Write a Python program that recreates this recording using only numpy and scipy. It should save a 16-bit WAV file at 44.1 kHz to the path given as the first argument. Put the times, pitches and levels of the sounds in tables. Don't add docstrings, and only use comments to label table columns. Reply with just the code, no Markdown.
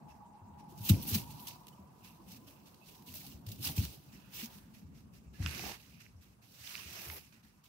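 import sys
import numpy as np
from scipy import signal
from scipy.io import wavfile
from scipy.ndimage import uniform_filter1d

SR = 44100
rng = np.random.default_rng(int(sys.argv[2]) if len(sys.argv) > 2 else 0)


def makeup_ratio(level_db):
    decades = np.asarray(level_db, float) / 20
    return 10 ** decades


def unload_wav(signal):
    wavfile.write(
        sys.argv[1],
        SR,
        np.round(np.clip(np.atleast_2d(signal).T, -1, 1) * 32767).astype(np.int16),
    )


N = 338688
TOP_HZ = 15740

# (time [s], peak [dB], pitch [Hz], t60 [s], rise [s])
PAW_LANDINGS = [(0.8, -37.5, 116, 0.22, 0.005), (0.896, -14.5, 190, 0.059, 0.016),
                (0.9067, -10.5, 109, 0.08, 0.0055), (0.9287, -18.5, 118, 0.094, 0.0054),
                (0.8943, -29, 316, 0.056, 0.0064), (1.124, -25.5, 100, 0.21, 0.0011),
                (1.151, -26.5, 225, 0.11, 0.0029), (3.468, -35.5, 113, 0.25, 0.0042),
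                (3.775, -31, 184, 0.023, 0.0015), (3.7842, -16, 94, 0.079, 0.003),
                (1.108, -39, 240, .08, 0.0051), (1.164, -32, 150, .12, 0.0037),
                (3.695, -39.5, 160, 0.092, .004), (3.829, -35, 180, 0.11, .004),
                (0.721, -51.5, 376, 0.071, 0.0026), (3.66, -44.5, 277, 0.12, .005),
                (4.426, -39.5, 241, 0.13, 0.0069), (5.401, -22.5, 88, 0.074, 0.0029),
                (5.431, -26, 75.5, 0.1, 0.004), (5.455, -28.5, 81, 0.27, 0.0028),
                (7.078, -40, 84, 0.35, 0.0037), (7.066, -46, 120, .1, .005), (5.39, -42, 150, .05, .003),
                (4.56, -50, 230, .15, .005)]


def rms_one(x):
    return x / np.sqrt(np.mean(x ** 2) + 1e-20)


def in_time(rows):
    s, *columns = np.transpose(rows)
    return [np.interp(np.arange(N) / SR, s, c) for c in columns]


def at_hz(points, hz):
    points = np.array(points)
    return np.interp(np.log(hz), np.log(points[:, 0]), points[:, 1])


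def drift(rate):
    r = np.exp(-80 * np.pi * rate / SR)
    slow = signal.lfilter([1], [1, -2 * r, r * r], rng.standard_normal(N // 40 + 2002))[2000:]
    return np.interp(np.arange(N) / 40, np.arange(len(slow)), rms_one(slow))


def panned(db):
    return makeup_ratio(np.array([db / 2, -db / 2]))


def noise():
    return rng.standard_normal((2, 2, N))


def coloured(white, spectra, patchy_db, ports=1.0):
    # (frequency [Hz], left-right likeness [-1..1])
    likeness = [(60, 0.87), (180, 0.83), (550, 0.23), (1650, -0.22), (4970, 0.0047), (15000, -0.021)]
    # (frequency [Hz], left-right difference [dB])
    port_tilt = [(60, 12), (110, -5.5), (200, 2.5), (380, -8.5), (700, -2.5), (1290, -5.5), (2380, -16),
                 (4400, -13.5), (8120, 1), (15000, -5.5)]
    spectra = [[p for p in s if p[1] > -60 and p[0] < TOP_HZ] for s in spectra]
    low_hz = min(s[0][0] for s in spectra)
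    high_hz = 1.2 * max(s[-1][0] for s in spectra)
    edges = np.geomspace(low_hz, high_hz, int(2.6 * np.log2(high_hz / low_hz)) + 1)
    outs = [0] * len(spectra)
    for k, (low, high) in enumerate(zip(edges, edges[1:])):
        band = signal.butter(2, [low, high], "band", fs=SR, output="sos")
        mid, side = signal.sosfilt(band, white[k % 2])
        hz = np.sqrt(low * high)
        alike = np.clip(at_hz(likeness, hz), -1, 1)
        pair = np.sqrt(1 + alike) * mid + np.sqrt(1 - alike) * side * [[1], [-1]]
        pair = pair * panned(ports * at_hz(port_tilt, hz))[:, None] * makeup_ratio(patchy_db * drift(14.1))
        outs = [out + makeup_ratio(at_hz(s, hz)) * pair for out, s in zip(outs, spectra)]
    return [out / np.sqrt(np.mean(out.mean(axis=0) ** 2)) for out in outs]


def resonate(x, hz, width):
    r = np.exp(-np.pi * width / SR)
    return signal.lfilter(np.array([1, 0, -1]) * (1 - r * r) / 2, [1, -2 * r * np.cos(2 * np.pi * hz / SR), r * r], x)


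def swell(at_s, rise_s, t60, hold_s=0):
    t = np.arange(min(int((t60 + hold_s) * SR), N - int(at_s * SR))) / SR
    shape = (1 - np.exp(-(t / max(rise_s, 1e-4)) ** 2)) * makeup_ratio(-60 * np.maximum(t - hold_s, 0) / t60)
    return int(at_s * SR), t, shape / shape.max()


def pushes(rows, fine_part=False):
    power = np.zeros(N)
    for s, db, rise, t60, hold, fineness in rows:
        at, t, shape = swell(s, rise, t60, max(hold, 0))
        part = np.clip(fineness, 0, 1) if fine_part else 1
        power[at:at + len(t)] += (makeup_ratio(db) * shape) ** 2 * part
    return power


def slides(rows):
    build_up_db = 21
    t = np.arange(0, N, 20) / SR
    power = 0
    for s, build, hold, db, t60 in rows:
        growth_db = build_up_db * np.minimum(t - s, 0) / build
        release_db = -60 * np.maximum(t - s - hold, 0) / t60
        power = power + makeup_ratio(db + growth_db + release_db) ** 2
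    return np.interp(np.arange(N) / SR, t, power)


def drags():
    # (time [s], level [dB], fineness [0 coarse - 1 thin], creak of packed straw [dB])
    drag_curves = [
        [(5.34, -75, 0.2, -98), (5.40, -59, 0.1, -68), (5.47, -48, 0.02, -65.5), (5.60, -46.5, 0.3, -57.5),
         (5.69, -45.5, 0.46, -51), (5.745, -51.5, 0.15, -64.5), (5.775, -61.5, 0.45, -69),
         (5.98, -68.5, 0.5, -100), (6.15, -85, 0.2, -97)],
        [(6.42, -72.5, 0.84, -81), (6.6, -58, 0.56, -81), (6.66, -50, 0.48, -70.5), (6.79, -49.5, 0.3, -70.5),
         (6.84, -53.5, 0.4, -68), (7.0, -50, 0.25, -60), (7.18, -54.5, 0.4, -60.5), (7.197, -59.5, 0.56, -73),
         (7.32, -75, 0.5, -88)],
    ]
    rows = []
    for part in drag_curves:
        before = (part[0][0] - .01, -120, .5, -120)
        after = (part[-1][0] + .01, -120, .5, -120)
        rows += [before, *part, after]
    return in_time(rows)


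def still_air():
    # (frequency [Hz], density [dB per Hz])
    hiss_spectrum = [(180, -8), (300, -19), (601, -3), (1000, -1), (1980, -10), (2620, -9.5), (3410, -17),
                     (5510, -13), (8050, -14.5), (15600, -17.5)]
    hiss, = coloured(noise(), [hiss_spectrum], patchy_db=2.5, ports=0.18)
    return makeup_ratio(-76) * hiss


def drone():
    # (time [s], level [dB], change of its first strand, at 840 Hz [dB])
    drone_curve = [(0, -56.5, 0), (.6, -56.5, 1.5), (1.2, -55, 0.5), (1.5, -54, -6.5), (1.9, -61, -7),
                   (2.4, -66.5, -3), (3.0, -66, -7), (3.4, -80, -10), (4.6, -70, -1), (5.4, -110, -4)]
    # (pitch [Hz], width [Hz], level [dB])
    strands = [(840, 58, 0), (945, 75, -1), (1040, 120, -10), (720, 130, -10)]
    # (time [s], pitch shift [ratio])
    pitch_slide = [(0, 1.0), (1.1, 1.0), (1.9, 1.055), (7.68, 1.055)]
    level_db, first_strand_db = in_time(drone_curve)
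    shift, = in_time(pitch_slide)
    shared, left, right = rng.standard_normal((3, N + N // 8))
    white = 0.8 * shared + np.array([left, right])
    read = np.cumsum(shift)
    out = 0
    for k, (hz, width, db) in enumerate(strands):
        strand = rms_one(resonate(resonate(white, hz, width), hz, width))
        slid = np.array([np.interp(read, np.arange(len(shared)), side) for side in strand])
        out = out + makeup_ratio(db + first_strand_db * (k == 0) + 1.8 * drift(16.0)) * slid
    return makeup_ratio(level_db - 5.0 + 0.43 * drift(11.0)) * out


def hutch(sliding):
    # (time [s], rumble level [dB])
    weight = [(0.0, -58), (0.41, -64.5), (0.77, -54.5), (0.96, -48), (1.05, -46), (1.56, -59),
              (1.88, -62.5), (2.33, -58), (2.74, -63.5), (3.72, -52), (3.98, -60), (5.31, -59.5),
              (5.54, -54.5), (5.7, -54.5), (5.76, -64.5), (5.97, -62.5), (6.63, -69.5), (6.91, -62.5),
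              (7.68, -72)]
    # (frequency [Hz], density [dB per Hz])
    rumble_spectrum = [(90, -15), (130, -4), (180, -1), (240, -4), (320, -23), (420, -32), (600, -67.5)]
    depth_spectrum = [(25, -21), (45, -14), (60, 2), (90, -5), (125, 2), (170, -21.5)]
    creak_spectrum = [(300, 17.5), (500, 9), (800, 12), (1200, 4.5), (1800, -14), (2400, -44)]
    depth_db, deepens_db_per_s, settles_from_s = -11.5, 2, 2.76
    shake_db, shake_t60_s = -26.5, 0.31
    creak_rest_db, creak_settles_db_per_s, creak_follows_weight = -69, 3.5, 0.25
    creak_under_slide_db, creak_lag_s = -17, 0.025

    weight_db, = in_time(weight)
    t = np.maximum(np.arange(N) / SR - settles_from_s, 0)
    after_thumps = pushes([(s, db + shake_db, .02, shake_t60_s, 0, 0) for s, db, *_ in PAW_LANDINGS])
    shake = np.sqrt(makeup_ratio(weight_db) ** 2 + after_thumps)

    lag = np.exp(-1 / (creak_lag_s * SR))
    slid_on = signal.lfilter([1 - lag], [1, -lag], sliding)
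    rest_db = creak_rest_db - creak_settles_db_per_s * t + creak_follows_weight * (weight_db - weight_db.mean())
    pressed = np.sqrt(makeup_ratio(rest_db) ** 2 + makeup_ratio(drags()[2]) ** 2 + makeup_ratio(creak_under_slide_db) ** 2 * slid_on)

    rumble, depth = coloured(noise(), [rumble_spectrum, depth_spectrum], patchy_db=3.5, ports=0.34)
    creak, = coloured(noise(), [creak_spectrum], patchy_db=3.5, ports=0.6)
    deepening = makeup_ratio(depth_db + deepens_db_per_s * t + 2 * drift(6.0))
    return shake * (rumble + deepening * depth) + pressed * creak


def thumps():
    # (time [s], peak [dB], pitch [Hz])
    weight_shifts = [(.03, -73, 108), (0.119, -52, 82), (0.52, -48, 84), (6.599, -53.5, 77),
                     (.415, -46, 103), (0.678, -50.5, 187), (1.79, -49, 207.5), (1.799, -48.5, 87),
                     (2.339, -54, 287), (3.076, -50.5, 265), (3.089, -46, 97), (3.339, -42, 80.5),
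                     (3.668, -37.5, 82), (3.83, -32.5, 73), (4.842, -42.5, 87), (5.039, -48, 75),
                     (5.262, -41, 69.6), (5.642, -55, 312), (5.639, -38.5, 68), (5.88, -51, 74.5),
                     (6.147, -45, 90.5), (6.856, -44.5, 81), (7.301, -74, 69.5)]
    shift_t60_s, shift_rise_s = 0.25, 0.0028
    out = np.zeros(N)
    for s, peak_db, hz, t60, rise in PAW_LANDINGS + [(*row, shift_t60_s, shift_rise_s) for row in weight_shifts]:
        at, t, shape = swell(s, rise, t60)
        turns = hz * (0.908 * t + 0.0022 * (1 - np.exp(-t / 0.057)))
        swing = np.sin(2 * np.pi * turns)
        swing = swing + 0.089 * np.sin(2 * np.pi * 1.874 * turns)
        damping = np.exp(-(t / (0.37 * t60)) ** 4)
        out[at:at + len(t)] += makeup_ratio(peak_db) * shape * damping * swing
    thinned = signal.sosfiltfilt(signal.butter(2, 62, "high", fs=SR, output="sos"), out)
    return thinned * panned(1.7)[:, None]


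def squeaks():
    # (start [s], end [s], first pitch [Hz], last pitch [Hz], level [dB])
    squeak_list = [
        (1.722, 1.745, 3000, 3000, -74),
        (5.338, 5.379, 1700, 1700, -69.5),
    ]
    out, waver = np.zeros(N), makeup_ratio(3.5 * drift(90))
    for start, end, first_hz, last_hz, db in squeak_list:
        a, b = int(start * SR), int(end * SR)
        tone = np.sin(2 * np.pi * np.cumsum(np.linspace(first_hz, last_hz, b - a)) / SR)
        out[a:b] += makeup_ratio(db) * signal.windows.tukey(b - a, .5) * tone
    return waver * out * panned(-18.0)[:, None]


def rubs():
    # (start [s], end [s], pitch [Hz], width [Hz], level [dB])
    rub_list = [(0.09, .15, 5540, 1200, -78), (0.587, 0.645, 5500, 203, -83),
                (1.99, 2.17, 2600, 450, -74.5), (2.42, 2.66, 2630, 700, -81.5),
                (2.797, 2.877, 2640, 200, -74.5), (3.083, 3.095, 2840, 200, -62),
                (3.2, 3.23, 2200, 900, -67), (4.034, 4.377, 2440, 900, -75.5),
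                (3.937, 4.85, 1330, 1300, -73), (5.345, 5.382, 2800, 200, -78),
                (3.3, 3.347, 2900, 500, -75), (5.84, 6.096, 2450, 800, -74), (5.998, 6.035, 2570, 400, -78),
                (2.92, 3.043, 974, 120, -72), (6.63, 6.74, 3000, 300, -64), (6.75, 6.95, 2500, 300, -68)]
    out, white = np.zeros((2, N)), rng.standard_normal((2, N)) * makeup_ratio(0.72 * drift(42))
    for start, end, hz, width, db in rub_list:
        a, b = int(start * SR), int(end * SR)
        tone = rms_one(resonate(resonate(white[:, a:b], hz, width), hz, width))
        out[:, a:b] += makeup_ratio(db) * signal.windows.tukey(b - a, .85) * tone
    return out * panned(-13.5)[:, None]


def ticks():
    # (time [s], peak [dB], pitch [Hz], t60 [s], overtone level [dB])
    knocks = [(.121, -55, 900, 0.034, -11), (.472, -60, 900, .03, -12), (0.841, -55, 2630, 0.011, -8),
              (0.861, -44, 3370, .012, -6), (.8926, -32, 3580, .015, -9), (.943, -45, 2430, .012, -4),
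              (1.0153, -43, 5450, .012, -20), (1.1067, -42, 3600, .012, -6), (1.1445, -36, 3060, 0.013, -6),
              (1.894, -66, 1010, .02, -8), (3.6268, -40.5, 5060, 0.011, -20), (3.6477, -31, 5070, .02, -20),
              (3.672, -38, 2900, 0.014, -3), (3.7805, -38, 2500, 0.014, -5),
              (3.8313, -48, 2700, 0.0097, -3), (3.852, -45.5, 3000, .01, -8),
              (5.4622, -29.5, 1460, 0.0047, 2), (5.594, -39, 2480, 0.013, -12), (5.596, -44, 750, .03, -7),
              (5.639, -38, 410, 0.017, 1), (5.664, -40, 760, .04, -10), (5.7, -47, 483, .03, -6),
              (5.714, -47, 398, 0.029, -6), (6.0548, -60, 2200, .007, -15),
              (6.0644, -49, 2150, 0.0056, -22), (6.674, -42, 3220, 0.0054, -12),
              (6.7534, -31, 2400, 0.0048, -3.5), (6.779, -43, 2950, .015, -8),
              (7.1002, -39, 2140, .02, -12), (7.0994, -41, 4700, .005, -20), (7.1004, -46, 1100, .01, -12),
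              (5.4614, -36, 5200, .006, -20), (.899, -32, 3800, .015, -8), (.108, -66, 2650, .06, -20)]
    overtone_ratio, overtone_t60_share, pan_db = 1.85, .6, -7
    out = np.zeros((2, N))
    for s, peak_db, hz, t60, overtone_db in knocks:
        at, t, shape = swell(s, .0003, t60)
        upper = shape ** (1 / overtone_t60_share) * np.sin(2 * np.pi * overtone_ratio * hz * t)
        lead = np.array([[0], [hz / 2500]])
        ring = shape * np.sin(2 * np.pi * hz * t + lead) + makeup_ratio(overtone_db) * upper
        sides = panned(pan_db * min(hz / 2000, 1))[:, None]
        out[:, at:at + len(t)] += makeup_ratio(peak_db) * sides * ring
    return out


def snaps():
    # (time [s], peak [dB], ring [Hz], left-right difference [dB], length [s])
    breaks = [(0.891, -38, 750, 0, .014), (3.022, -57, 6300, 0, .004), (5.4262, -45, 1400, -5, .003),
              (5.461, -29, 2900, -7, .0018), (7.3258, -58, 2600, -13, .002), (3.139, -47, 4500, -5, .003),
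              (4.332, -51, 4000, -5, .003), (7.0994, -38, 3300, -8, .0015), (6.6737, -38, 4200, -8, .0015),
              (1.4715, -47, 4500, -4, .003), (1.6685, -55, 4500, -4, .003), (3.4865, -49, 5000, -4, .003),
              (3.4655, -51, 5500, -4, .003), (7.638, -66, 4000, -4, .003), (5.3365, -62, 3000, -8, .003)]
    stem_t60_s, splinter_share, spread = .005, 1.6, 2.7
    extra_pitch, settle_share = 1.7, .3
    heard = signal.butter(5, [450, 6800], "band", fs=SR, output="sos")
    out = np.zeros((2, N))
    for s, peak_db, hz, pan_db, length in breaks:
        at, t, shape = swell(s, 0.00021, stem_t60_s, length)
        settle = settle_share * min(length, .003)
        bent_t = t + extra_pitch * settle * (1 - np.exp(-t / settle))
        wave = np.sin(2 * np.pi * hz * bent_t + rng.uniform(0, 1.5, (2, 1)))
        splinter = (rng.standard_normal(1200) + .6 * rng.standard_normal((2, 1200)))[:, :len(t)]
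        band = signal.butter(1, [hz / spread, min(hz * spread, 9000)], "band", fs=SR, output="sos")
        splinter = rms_one(signal.sosfilt(band, splinter))
        snap = panned(pan_db)[:, None] * shape * (wave + splinter_share * splinter)
        snap = signal.sosfilt(heard, snap)
        out[:, at:at + len(t)] += makeup_ratio(peak_db) * snap / np.abs(snap.mean(axis=0)).max()
    return out


def cracks():
    cracks_per_s, ring_cycles = 900, 14
    sizes = makeup_ratio(3.0 * np.minimum(rng.exponential(1, N), 3)) * (rng.random(N) < cracks_per_s / SR)
    dealt, sides = rng.integers(0, 10, N), rng.standard_normal((2, N))
    out = 0
    for k, hz in enumerate(np.geomspace(2600, 7000, 10)):
        clicks = sides * sizes * (dealt == k) + 1e-18
        out = out + resonate(clicks, hz, 2.0 * hz / ring_cycles) / np.sqrt(hz)
    return rms_one(out)


def stem_ticks(per_s, spread_db):
    sizes = makeup_ratio(spread_db * np.minimum(rng.exponential(1, N), 5)) * (rng.random(N) < per_s / SR)
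    return noise() * rms_one(uniform_filter1d(sizes, size=6))


def straw(sliding):
    # (time [s], peak [dB], t60 [s], rise [s], fineness [0 coarse - 1 thin])
    gives = [(0.775, -43, 0.12, .001, 1), (0.836, -28.5, 0.17, 0.01, 1), (0.887, -12, 0.061, .005, 0.89),
             (1.018, -27.5, 0.068, 0.0054, 1), (1.072, -35, 0.14, .001, .95),
             (1.144, -17, 0.061, 0.002, 0.82), (1.3, -36, 0.087, 0.0026, 1), (1.394, -44, 0.044, .001, 1),
             (1.555, -46, .02, .001, .7), (1.469, -30, 0.081, .001, 1), (1.481, -29, .03, .001, 0.88),
             (1.668, -36, 0.014, 0.00073, 0.82), (1.681, -40, 0.03, 0.00055, 0.81),
             (2.05, -50, 0.024, .001, .5), (2.082, -47, .03, .002, .5), (2.314, -39.5, 0.08, 0.0027, 0.97),
             (2.36, -42, 0.029, .002, 0.97), (2.5044, -47, 0.064, .002, .8),
             (2.743, -44.5, .024, 0.00097, 0.76), (2.6, -56, .018, 0.00092, 0.77),
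             (2.946, -45, .059, .001, .85), (3.0209, -48, 0.035, .0006, 0.94),
             (3.122, -40, .03, .001, 0.89), (3.138, -35, 0.22, .0005, 0.91), (3.246, -41, .03, .001, 0.64),
             (3.264, -34, 0.048, 0.00092, 0.91), (3.464, -34.5, 0.037, .0004, 0.92),
             (3.486, -35.5, .037, .0004, 1), (3.516, -29, .028, 0.00048, 0.96),
             (3.626, -30, 0.045, .002, 1), (3.67, -24, 0.035, .002, 0.81), (3.761, -30, .068, .006, 1),
             (3.775, -28, 0.037, .002, 0.92), (3.8315, -29, 0.079, .002, 0.57),
             (3.85, -30, 0.02, .001, 0.56), (4.3315, -44, 0.023, .0004, 0.62),
             (4.389, -32, 0.15, 0.00089, 0.69), (4.575, -44, 0.04, .002, 0.91),
             (1.108, -24, 0.036, .002, 0.83), (6.929, -38, 0.045, .001, .5)]
    # (time [s], peak [dB], fineness [0 coarse - 1 thin], rise [s])
    flank_nudges = [(0.0857, -55.5, .22, 0.02), (0.5851, -55.5, 0.26, 0.019), (0.705, -51, 1, 0.032),
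                    (2.042, -41.5, 0.6, 0.011), (2.2777, -46, 0.86, 0.0083), (2.4703, -46, 0.65, .008),
                    (2.66, -48.5, 0.65, 0.0066), (2.8595, -42, 0.77, .01), (3.068, -39, 0.94, 0.016),
                    (4.123, -46, 0.28, .006), (4.741, -47, 0.35, 0.009), (4.946, -50, 0.36, .008),
                    (5.136, -49.5, 0.51, 0.022), (5.334, -49, 0.32, .005), (5.7994, -52, .98, .01),
                    (6.001, -45.5, 0.13, 0.0089), (6.219, -49, 0.53, 0.016), (6.4218, -52.5, 0.27, .014),
                    (7.239, -52, 0.44, .01), (7.3253, -50, 0.14, .006), (7.434, -49.5, 0.31, 0.014),
                    (7.639, -48, 0.65, .005)]
    # (full at [s], build-up [s], hold [s], level [dB], release t60 [s])
    fur_brushes = [(.845, 0.055, 0.013, -50, 0.076), (.888, 0.0069, 0.0059, -47, 0.017),
                   (1.026, .04, .006, -54, 0.25), (1.073, .004, 0.031, -47, 0.28),
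                   (1.146, .004, 0.005, -38, 0.04), (1.41, .03, .04, -62, .1), (3.14, .002, .015, -56, .06),
                   (3.7, .03, .012, -56, .06), (3.756, .003, 0.017, -61, 0.083),
                   (3.842, .004, .004, -52, 0.037), (3.2, 0.092, 0.091, -71, 0.099),
                   (7.05, 0.22, 0.12, -57, .1)]
    # (frequency [Hz], density [dB per Hz])
    fine_spectrum = [(710, -34.5), (1200, -6), (1500, -28), (2050, -28.5), (2680, 1), (3220, -0.5),
                     (5060, 4), (7850, -3), (12700, 4.5), (15600, 7)]
    coarse_spectrum = [(710, -12), (1200, -4), (1660, -0.5), (2520, -2.5), (3260, -9), (6000, -2),
                       (7770, -14), (12200, -9.5), (15600, -16.5)]
    fur_spectrum = [(7000, -24), (9000, -18), (11500, 1), (13500, 7), (15600, 4)]
    give_crest_db, give_hold_share = 16.0, 0.17
    nudge_hold_s, nudge_t60_s, nudge_crest_db, nudge_uneven_db = 0.019, 0.4, 15.5, 1.6
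    slide_fineness, slide_pan_db, drag_pan_db, crackle_db, cracks_db = 0.78, 5, 3, -1, -11

    drag_db, drag_fineness, _ = drags()
    puffs = [(s, db - give_crest_db, rise, t60, give_hold_share * t60, f) for s, db, t60, rise, f in gives]
    nudges = [(s - rise, db - nudge_crest_db, rise, nudge_t60_s, nudge_hold_s, f)
              for s, db, f, rise in flank_nudges]
    uneven = makeup_ratio(nudge_uneven_db * drift(22)) ** 2
    drag = makeup_ratio(drag_db) ** 2
    power = sliding + pushes(puffs) + uneven * pushes(nudges) + drag
    fine_power = slide_fineness * sliding + pushes(puffs, True) + uneven * pushes(nudges, True)
    share = np.clip((fine_power + drag_fineness * drag) / power, 0, 1)
    pan_db = slide_pan_db + (drag_pan_db - slide_pan_db) * drag / power

    friction = 0.97 * noise() + 0.44 * stem_ticks(2500, spread_db=2.5)
    fine, coarse, fur = coloured(friction, [fine_spectrum, coarse_spectrum, fur_spectrum], patchy_db=1.5)
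    stems = share * fine + (1 - share) * coarse
    stems = stems + makeup_ratio(cracks_db) * panned(-9.0)[:, None] * cracks()
    bed = np.sqrt(power) * stems + np.sqrt(slides(fur_brushes)) * fur
    return makeup_ratio(crackle_db * drift(61)) * panned(pan_db) * bed


def scene():
    # (full at [s], build-up [s], hold [s], level [dB], release t60 [s])
    stem_slides = [(0.786, 0.05, .05, -64.5, .3), (0.889, 0.084, 0.012, -40, 0.25),
                   (0.937, .03, 0.11, -53, 0.34), (1.08, 0.044, 0.055, -45.5, 0.18),
                   (1.143, 0.1, 0.015, -39, 0.29), (1.28, 0.039, 0.18, -59.5, .3),
                   (1.473, 0.015, 0.012, -48.5, 0.31), (1.62, 0.11, 0.11, -69.5, 0.75),
                   (2.19, 0.79, 0.82, -71.5, .6), (2.064, 0.12, 0.022, -64, 0.19),
                   (2.311, 0.076, 0.059, -58, 0.11), (2.877, 0.08, 0.087, -65, .3),
                   (3.082, 0.05, 0.16, -57, .12), (3.251, .04, 0.07, -57.5, 0.32),
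                   (3.485, 0.038, 0.038, -55.5, 0.43), (3.65, 0.052, 0.02, -36.5, 0.25),
                   (3.768, 0.03, 0.018, -44, 0.6), (4.044, 0.066, 0.35, -69.5, .5),
                   (4.349, 0.046, 0.11, -47.5, 0.07), (4.514, 0.095, 0.062, -59, 0.25),
                   (4.613, .03, 0.043, -72, 0.96), (3.906, .03, 0.045, -59, 0.1)]
    sliding = slides(stem_slides)
    background = still_air() + drone()
    floor = hutch(sliding) + thumps()
    single_stems = squeaks() + rubs() + ticks() + snaps()
    return background + floor + single_stems + straw(sliding)


def band_limit(x):
    return signal.sosfilt(signal.butter(12, 16430, fs=SR, output="sos"), x)


def record(dry):
    ring = resonate(dry[1], hz=2690, width=370)
    ported = np.array([dry[0], dry[1] + (makeup_ratio(4.6) - 1) * ring])
    mix = signal.sosfilt(signal.butter(4, 47, "high", fs=SR, output="sos"), ported)
    mix = signal.sosfilt(signal.ellip(12, .5, 70, TOP_HZ, fs=SR, output="sos"), mix)
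    return band_limit(mix)


dry = scene()
out = record(dry)
unload_wav(out)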